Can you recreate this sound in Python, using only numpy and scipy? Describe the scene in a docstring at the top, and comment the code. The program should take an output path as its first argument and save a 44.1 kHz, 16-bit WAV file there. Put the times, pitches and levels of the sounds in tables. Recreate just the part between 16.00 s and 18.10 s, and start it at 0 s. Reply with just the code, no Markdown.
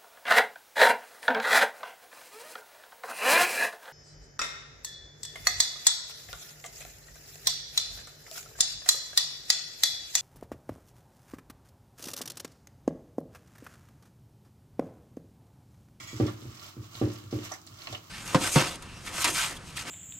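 """A kitchen table in a small room: two microphones hear a hand stir a wet paste in a glass bowl.
At first brushed tableware rings faintly and dies away; each hard stroke rocks the bowl, which thuds on the
table (filtered pushes), hardest near 0.2 s and 1.0 s. Paste crackles throughout (ringing clicks over noise);
from 0.27 s to the end air pockets pop (decaying sines) and the paste smacks off the glass (runs of clicks).
Behind it all lie the reverberation of bowl and room, hiss (coloured noise) and an appliance drone (a sine)."""
import sys
import numpy as np
from scipy import signal
from scipy.fft import rfft, irfft
from scipy.io import wavfile

SR = 44100
rng = np.random.default_rng(int(sys.argv[2]) if len(sys.argv) > 2 else 0)


def dump_mix(stems):
    """Bounce the given channels to the path in sys.argv[1] as a 16-bit WAV at rate SR."""
    frames = np.atleast_2d(stems).T  # one column per channel
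    limited = np.clip(frames, -1, 1)  # hard clip at full scale
    pcm = np.round(limited * 32767).astype(np.int16)
    wavfile.write(sys.argv[1], SR, pcm)


N = 92610  # samples, 2.1 s

# The bowl bumps the table: (time [s], relative level [dB], softness: five times the push's rise time [s])
BOWL_KNOCKS = [(.005, -25, 0.0047), (0.1305, -12.5, 0.0039), (0.1998, -1.1, 0.0012), (0.4221, -21, 0.0029),
               (0.4529, -13, 0.0052), (.545, -29.5, 0.0037), (0.767, -12.5, .0044), (0.9507, -19, 0.0059),
               (1.014, -2.65, 0.0011), (1.24, -18.5, .0057), (1.327, -8, 0.0014), (1.702, -22, 0.0068),
               (1.899, -15.5, 0.0054)]
# Table top with the bowl on it:
# (frequency [Hz], level [dB], T60 [s], build-up time constant [s], lag at the right microphone [rad])
TABLE_TOP_MODES = [(100.7, -30, .57, .0016, 0), (116.9, -22.5, .236, .0035, 0),
                   (177, -35.5, .32, .0086, .3), (216.3, -30, .265, .0003, .18),
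                   (257.3, -26.4, .089, .0024, 0), (306, -18.3, .3, .018, .1), (353, -28.6, .28, .0077, .6),
                   (396.2, -32.5, .2, .0017, 1), (432, -27.5, .146, .0022, .6),
                   (497.5, -34.5, .123, .0019, .9), (557, -33, .28, .003, .63), (785, -29, .12, .001, 1.5),
                   (1170, -33, .13, .0005, 1)]
# The slap returns from near surfaces: (delay [s], level [dB], lag at the right microphone [s])
SLAP_ECHOES = [(.01006, -3.2, .0006), (.01476, -4.4, 0), (.03324, -7, 0), (.06005, -4.5, .00018)]
# How hard the fingers work the paste: (time [s], relative level [dB])
STIRRING_EFFORT = [(0, -52), (.12, -54), (0.288, -53.5), (0.358, -63), (0.428, -60), (0.502, -59),
                   (.6, -55), (0.688, -52.5), (0.753, -67.5), (0.797, -74), (0.831, -56.5), (.9, -61.5),
                   (0.963, -51.5), (1.078, -56.5), (1.15, -54), (1.298, -65.5), (1.325, -53.5), (1.40, -53),
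                   (1.46, -49), (1.549, -54), (1.62, -70.5), (1.72, -61), (1.79, -57.5), (1.828, -53),
                   (1.89, -53), (1.94, -50), (2.0, -62), (2.1, -60)]
# Tone colour of the paste: (frequency [Hz], relative level [dB])
PASTE_SPECTRUM = [(300, -3.5), (600, -5.5), (780, -4), (950, -0.5), (1250, 3), (1900, -6.5), (2700, -0.5),
                  (4300, -3.5), (6700, -3), (8200, -8.5), (9900, -21.5), (12500, -10.5), (15800, -20)]
# Air pockets burst: (time [s], relative level [dB], frequency [Hz], length of ring to -60 dB [cycles])
POCKET_BURSTS = [(.2665, -30, 5400, 12), (0.596, -31, 4450, 7.4), (0.689, -31.5, 7300, 1.3),
                 (0.8324, -42, 6170, 7), (0.945, -31, 4430, 4), (0.953, -28.5, 3900, 11),
                 (1.136, -27, 6660, 0.98), (1.1624, -45, 5590, 9.9), (1.311, -35, 5700, 15),
                 (1.4511, -27.5, 6100, 9.6), (1.5194, -26, 5990, 42), (1.5393, -26.5, 5940, 7.1),
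                 (1.6154, -37, 6550, 6.6), (1.667, -33.5, 7060, 15), (1.673, -33, 4310, 10.4),
                 (1.819, -29.5, 4300, 12), (1.8713, -25, 2620, 20), (1.8715, -31.5, 4140, 34),
                 (1.9263, -27, 5800, 9.2), (1.9486, -26.5, 2910, 31), (1.9531, -39, 3080, 19)]
# The paste pulls off the glass: (time [s], level before the decay [dB], decay time constant [s], cavity [Hz])
PASTE_SMACKS = [(0.267, -47.5, 0.018, 3460), (0.278, -40, 0.013, 1160), (0.654, -58.5, 0.032, 855),
                (1.436, -56, 0.016, 1360), (1.515, -36, 0.0063, 830), (1.522, -45.5, .02, 1800),
                (1.871, -47.5, 0.017, 790), (1.925, -46, 0.029, 674), (1.926, -40, 0.0069, 3520),
                (1.943, -44, 0.0062, 1244), (1.947, -43, 0.009, 2920)]
# Partials of the ringing tableware: (frequency [Hz], relative level [dB])
TABLEWARE_PARTIALS = [(1954, -56), (2191, -52), (2290, -57), (2620, -59), (3338, -55), (4064, -80),
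                      (4867, -61), (5227, -57.5), (6697, -60), (6950, -54), (7704, -57.5)]
# The tableware is brushed: (time [s], added level [dB])
TABLEWARE_TOUCHES = [(-.01, 2), (0.073, 2.5)]
# Stereo tilt of the wet sounds and tableware, before the two shares set in scene():
# (frequency [Hz], left over right [dB])
STEREO_TILT = [(500, -3), (1300, -1.5), (2400, 1), (4400, -7.5), (8000, -3.5), (12000, 1)]
# Tone colour of the room hiss: (frequency [Hz], relative level [dB])
HISS_SPECTRUM = [(25, -48), (60, -6), (150, 2.5), (250, -6), (340, 1.5), (600, -44), (800, -23.5),
                 (1220, -5.5), (1900, -30.5), (4000, -20.5), (7000, -20.5), (10000, -33), (13000, -23)]
# A kitchen appliance drones: (frequency [Hz], level [dB])
APPLIANCE_HUM = [(97, -58)]

# Bowl on the table
KNOCK_DB, SLAP_DB, SLAP_HZ, SLAP_T60_S = 5.5, -14.5, 329.5, 0.021
BOOM_DB, BOOM_HZ, BOOM_PEAK_S, BOOM_LENGTH_S = -26, 101.5, 0.02982, 0.014
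GRATE_DB, GRATE_HZ, GRATE_T60_S = -40.5, 1270, 0.6
GRATE_GROWTH = 1.56  # dB of grating per dB of blow
KNOCK_ROOM_DB, KNOCK_WIDTH_DB, WIDTH_ABOVE_HZ = -10, -12.5, 330

# Paste
CRACKLE_DB, SMEAR_DB, CRACKLES_PER_S = -1.5, 0, 900
GRAIN_SPREAD_DB = 2.5  # scales the uneven sizes of crackle and smack clicks
STICK_SLIP_DB, STICK_SLIP_HZ = 0.8, 71  # RMS depth and low-pass corner of the uneven rubbing
POP_DB, SNAP_DB = -1, -27
SMACK_CYCLES, SMACK_GRAINS_PER_S = 6.5, 2400

# Tableware
RING_ATTACK_S, RING_T60_S = .006, 0.41
WAVER_HZ, WAVER_RAD, FLICKER_DB = 44.6, 1.2, 1.5  # low-pass corner; depths in phase and level

# Bowl, room and background
BOWL_ECHO_DB, BOWL_ECHO_T60_S = 2.5, 0.048
PASTE_ROOM_DB, RIGHT_LAG_S = -3, 0.00019
ROOM_T60_S, ROOM_TREBLE_T60_S, ROOM_SPLIT_HZ, ROOM_GAP_S = 0.42, 0.23, 920, 0.00074
HISS_DB, HISS_WIDE_HZ = -57, 645
CUTOFF_HZ = 15900


def from_db(db):
    """Decibels to gain."""
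    return 10 ** (np.asarray(db) / 20)


def rms_one(x):
    """Scale to unit power."""
    return x / np.sqrt(np.mean(x ** 2) + 1e-20)


def seconds():
    """The time axis."""
    return np.arange(N) / SR


def cut(x, hz, kind, order=2):
    """Low- or high-pass."""
    sos = signal.butter(order, min(hz, .45 * SR), kind, fs=SR, output="sos")
    return signal.sosfilt(sos, x)


def colour(x, points, share=1):
    """Shape a spectrum by a share of a (frequency [Hz], level [dB]) table."""
    hz, db = np.transpose(points)
    f = np.maximum(np.fft.rfftfreq(N, 1 / SR), 1)
    shape_db = np.interp(np.log(f), np.log(hz), db)
    return irfft(rfft(x) * from_db(share * shape_db), N)


def ring(x, hz, t60):
    """A two-pole resonance: a unit click starts a decaying sine of height 1."""
    radius = from_db(-60 / (t60 * SR))
    w = 2 * np.pi * hz / SR
    return signal.lfilter([0, np.sin(w)], [1, -2 * radius * np.cos(w), radius * radius], x + 1e-18)


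def fade(t, t60):
    """Exponential decay, held at 1 before time zero."""
    return np.exp(-np.log(1000) * np.maximum(t, 0) / t60)


def delay(x, s):
    """The same sound, later."""
    return np.interp(seconds() - s, seconds(), x, left=0)


def click(s):
    """A unit click."""
    return 1. * (np.arange(N) == int(s * SR))


def grains(per_s):
    """Random clicks of uneven size and either sign."""
    happens = rng.random(N) < per_s / SR
    sign = rng.choice([-1, 1], N)
    size = from_db(GRAIN_SPREAD_DB * np.minimum(rng.exponential(1, N), 4))
    return happens * sign * size


def room(x, t60, treble_t60):
    """Diffuse reverberation at each microphone: decaying noise; the treble has its own decay."""
    t = seconds()
    low_noise, high_noise = rng.standard_normal((2, 2, N))
    bass = cut(low_noise, ROOM_SPLIT_HZ, "low") * fade(t, t60) / np.sqrt(t60)
    treble = cut(high_noise, ROOM_SPLIT_HZ, "high") * fade(t, treble_t60) / np.sqrt(treble_t60)
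    tail = rms_one((bass + treble) * (t > ROOM_GAP_S)) / np.sqrt(N)  # unit energy
    return signal.fftconvolve(x[None], tail, axes=1)[:, :N]


def table_response():
    """What one push sets off in the table: a slap with its echoes, a heave just after, ringing modes."""
    t = seconds()
    slap = from_db(SLAP_DB) * ring(click(0), SLAP_HZ, SLAP_T60_S)
    since_peak = t - BOOM_PEAK_S
    heave = np.cos(2 * np.pi * BOOM_HZ * since_peak) * np.exp(-(since_peak / BOOM_LENGTH_S) ** 2)
    body = slap + from_db(BOOM_DB) * heave
    for s, db, lag in SLAP_ECHOES:
        echo = np.array([delay(slap, s - lag / 2), delay(slap, s + lag / 2)])
        body = body + from_db(db) * echo
    for k, (hz, db, t60, build, lag) in enumerate(TABLE_TOP_MODES):
        tone = np.sin(2 * np.pi * hz * t + lag * np.array([[.5], [-.5]]))
        envelope = fade(t, t60) * (1 - np.exp(-t / build))
        body = body + (-1) ** k * from_db(db) * tone * envelope  # signs alternate
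    return body


def knocks():
    """Soft pushes make the table top slap, heave and ring; the glass foot grates a little."""
    t = seconds()
    pushes = grating = 0
    for s, db, soft in BOWL_KNOCKS:
        age = np.maximum(t - s, 0) / soft
        push = age * np.exp(-5 * age)
        pushes = pushes - from_db(db + KNOCK_DB) * push / push.sum()
        grating = grating + from_db(GRATE_GROWTH * db + GRATE_DB) * (t > s) * fade(t - s, GRATE_T60_S)
    thud = signal.fftconvolve(pushes[None], table_response(), axes=1)[:, :N]
    thud = cut(thud, hz=66, kind="high", order=4)
    mid, side = room(thud.mean(0), ROOM_T60_S, ROOM_TREBLE_T60_S)
    side = from_db(KNOCK_WIDTH_DB) * cut(side, WIDTH_ABOVE_HZ, "high")
    grit = grating * rms_one(ring(rng.standard_normal((2, N)), GRATE_HZ, t60=0.00063))
    both = thud + grit + from_db(KNOCK_ROOM_DB) * mid + np.array([side, -side])
    return both * from_db([[-.6], [.6]])  # slightly louder on the right


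def stirring():
    """Tiny wet films snap under the fingers, over a smooth, wide smear; the fingers stick and slip unevenly."""
    slip = rms_one(cut(rng.standard_normal(N), STICK_SLIP_HZ, "low"))
    effort_db = np.interp(seconds(), *np.transpose(STIRRING_EFFORT))
    effort = from_db(effort_db + STICK_SLIP_DB * slip)
    snaps = grains(CRACKLES_PER_S)
    dealt = rng.integers(0, 20, N)  # each snap rings one of 20 pitches
    crackle = 0
    for k, hz in enumerate(np.geomspace(550, 15000, 20)):
        crackle = crackle + ring(snaps * (dealt == k), hz, 6 / hz) * hz
    crackle = rms_one(colour(crackle, PASTE_SPECTRUM))
    smear = rms_one(colour(rng.standard_normal((2, N)), PASTE_SPECTRUM))
    return effort * from_db(CRACKLE_DB) * crackle, effort * from_db(SMEAR_DB) * smear


def pops():
    """Each bursting pocket snaps and rings as a decaying sine."""
    out = 0
    for s, db, hz, cycles in POCKET_BURSTS:
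        burst = from_db(db + POP_DB) * click(s)
        snap = from_db(SNAP_DB) * ring(burst, hz=1470, t60=0.0006)
        out = out + ring(burst, hz, cycles / hz) + snap
    return out


def smacks():
    """A dying run of snaps rings the cavity between hand and glass."""
    t, out = seconds(), 0
    for s, db, decay, hz in PASTE_SMACKS:
        run = rms_one(ring(grains(SMACK_GRAINS_PER_S), hz, SMACK_CYCLES / hz))
        out = out + from_db(db) * run * (t > s) * np.exp(-np.abs(t - s) / decay)
    return cut(out, hz=400, kind="high")


def tableware():
    """High partials waver in phase and flicker in level, alike at both microphones, from separate phases."""
    t, out = seconds(), 0
    for s, touch_db in TABLEWARE_TOUCHES:
        attack = 1 - np.exp(-np.maximum(t - s, 0) / RING_ATTACK_S)
        swell = from_db(touch_db) * attack * fade(t - s, RING_T60_S)
        for hz, db in TABLEWARE_PARTIALS:
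            waver, flicker = rms_one(cut(rng.standard_normal((2, N)), WAVER_HZ, "low"))
            start = rng.random((2, 1))  # one starting phase for each microphone
            phase = 2 * np.pi * (hz * t + start) + WAVER_RAD * waver
            level = np.sqrt(2) * from_db(db + FLICKER_DB * flicker)
            out = out + level * swell * np.sin(phase)
    return out


def background():
    """A low appliance drone, and room hiss that is alike at both microphones in the bass."""
    mid, side = cut(colour(rng.standard_normal((2, N)), HISS_SPECTRUM), hz=65.6, kind="high", order=3)
    side = cut(side, HISS_WIDE_HZ, "high", order=1)
    hiss = from_db(HISS_DB) * rms_one(np.array([mid + side, mid - side]))
    hum = 0
    for hz, db in APPLIANCE_HUM:
        hum = hum + from_db(db) * np.sin(2 * np.pi * (hz * seconds() + rng.random()))
    return hiss + hum


def scene():
    """Wet sounds echo in the bowl and the kitchen; thuds come through the table."""
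    crackle, smear = stirring()
    paste = crackle + pops() + smacks()
    bowl = from_db(BOWL_ECHO_DB) * room(paste, BOWL_ECHO_T60_S, BOWL_ECHO_T60_S)
    kitchen = from_db(PASTE_ROOM_DB) * room(paste, ROOM_T60_S, ROOM_TREBLE_T60_S)
    direct = np.array([paste, delay(paste, RIGHT_LAG_S)])  # reaches the right microphone later
    left, right = direct + bowl + kitchen + smear + tableware()
    tilted = np.array([colour(left, STEREO_TILT, share=0.65), colour(right, STEREO_TILT, share=-0.46)])
    return tilted + knocks() + background()


def record(dry):
    """A steep elliptic low-pass removes the top of the treble."""
    return signal.sosfilt(signal.ellip(12, .1, 80, CUTOFF_HZ, fs=SR, output="sos"), dry)


dry = scene()
out = record(dry)
dump_mix(out)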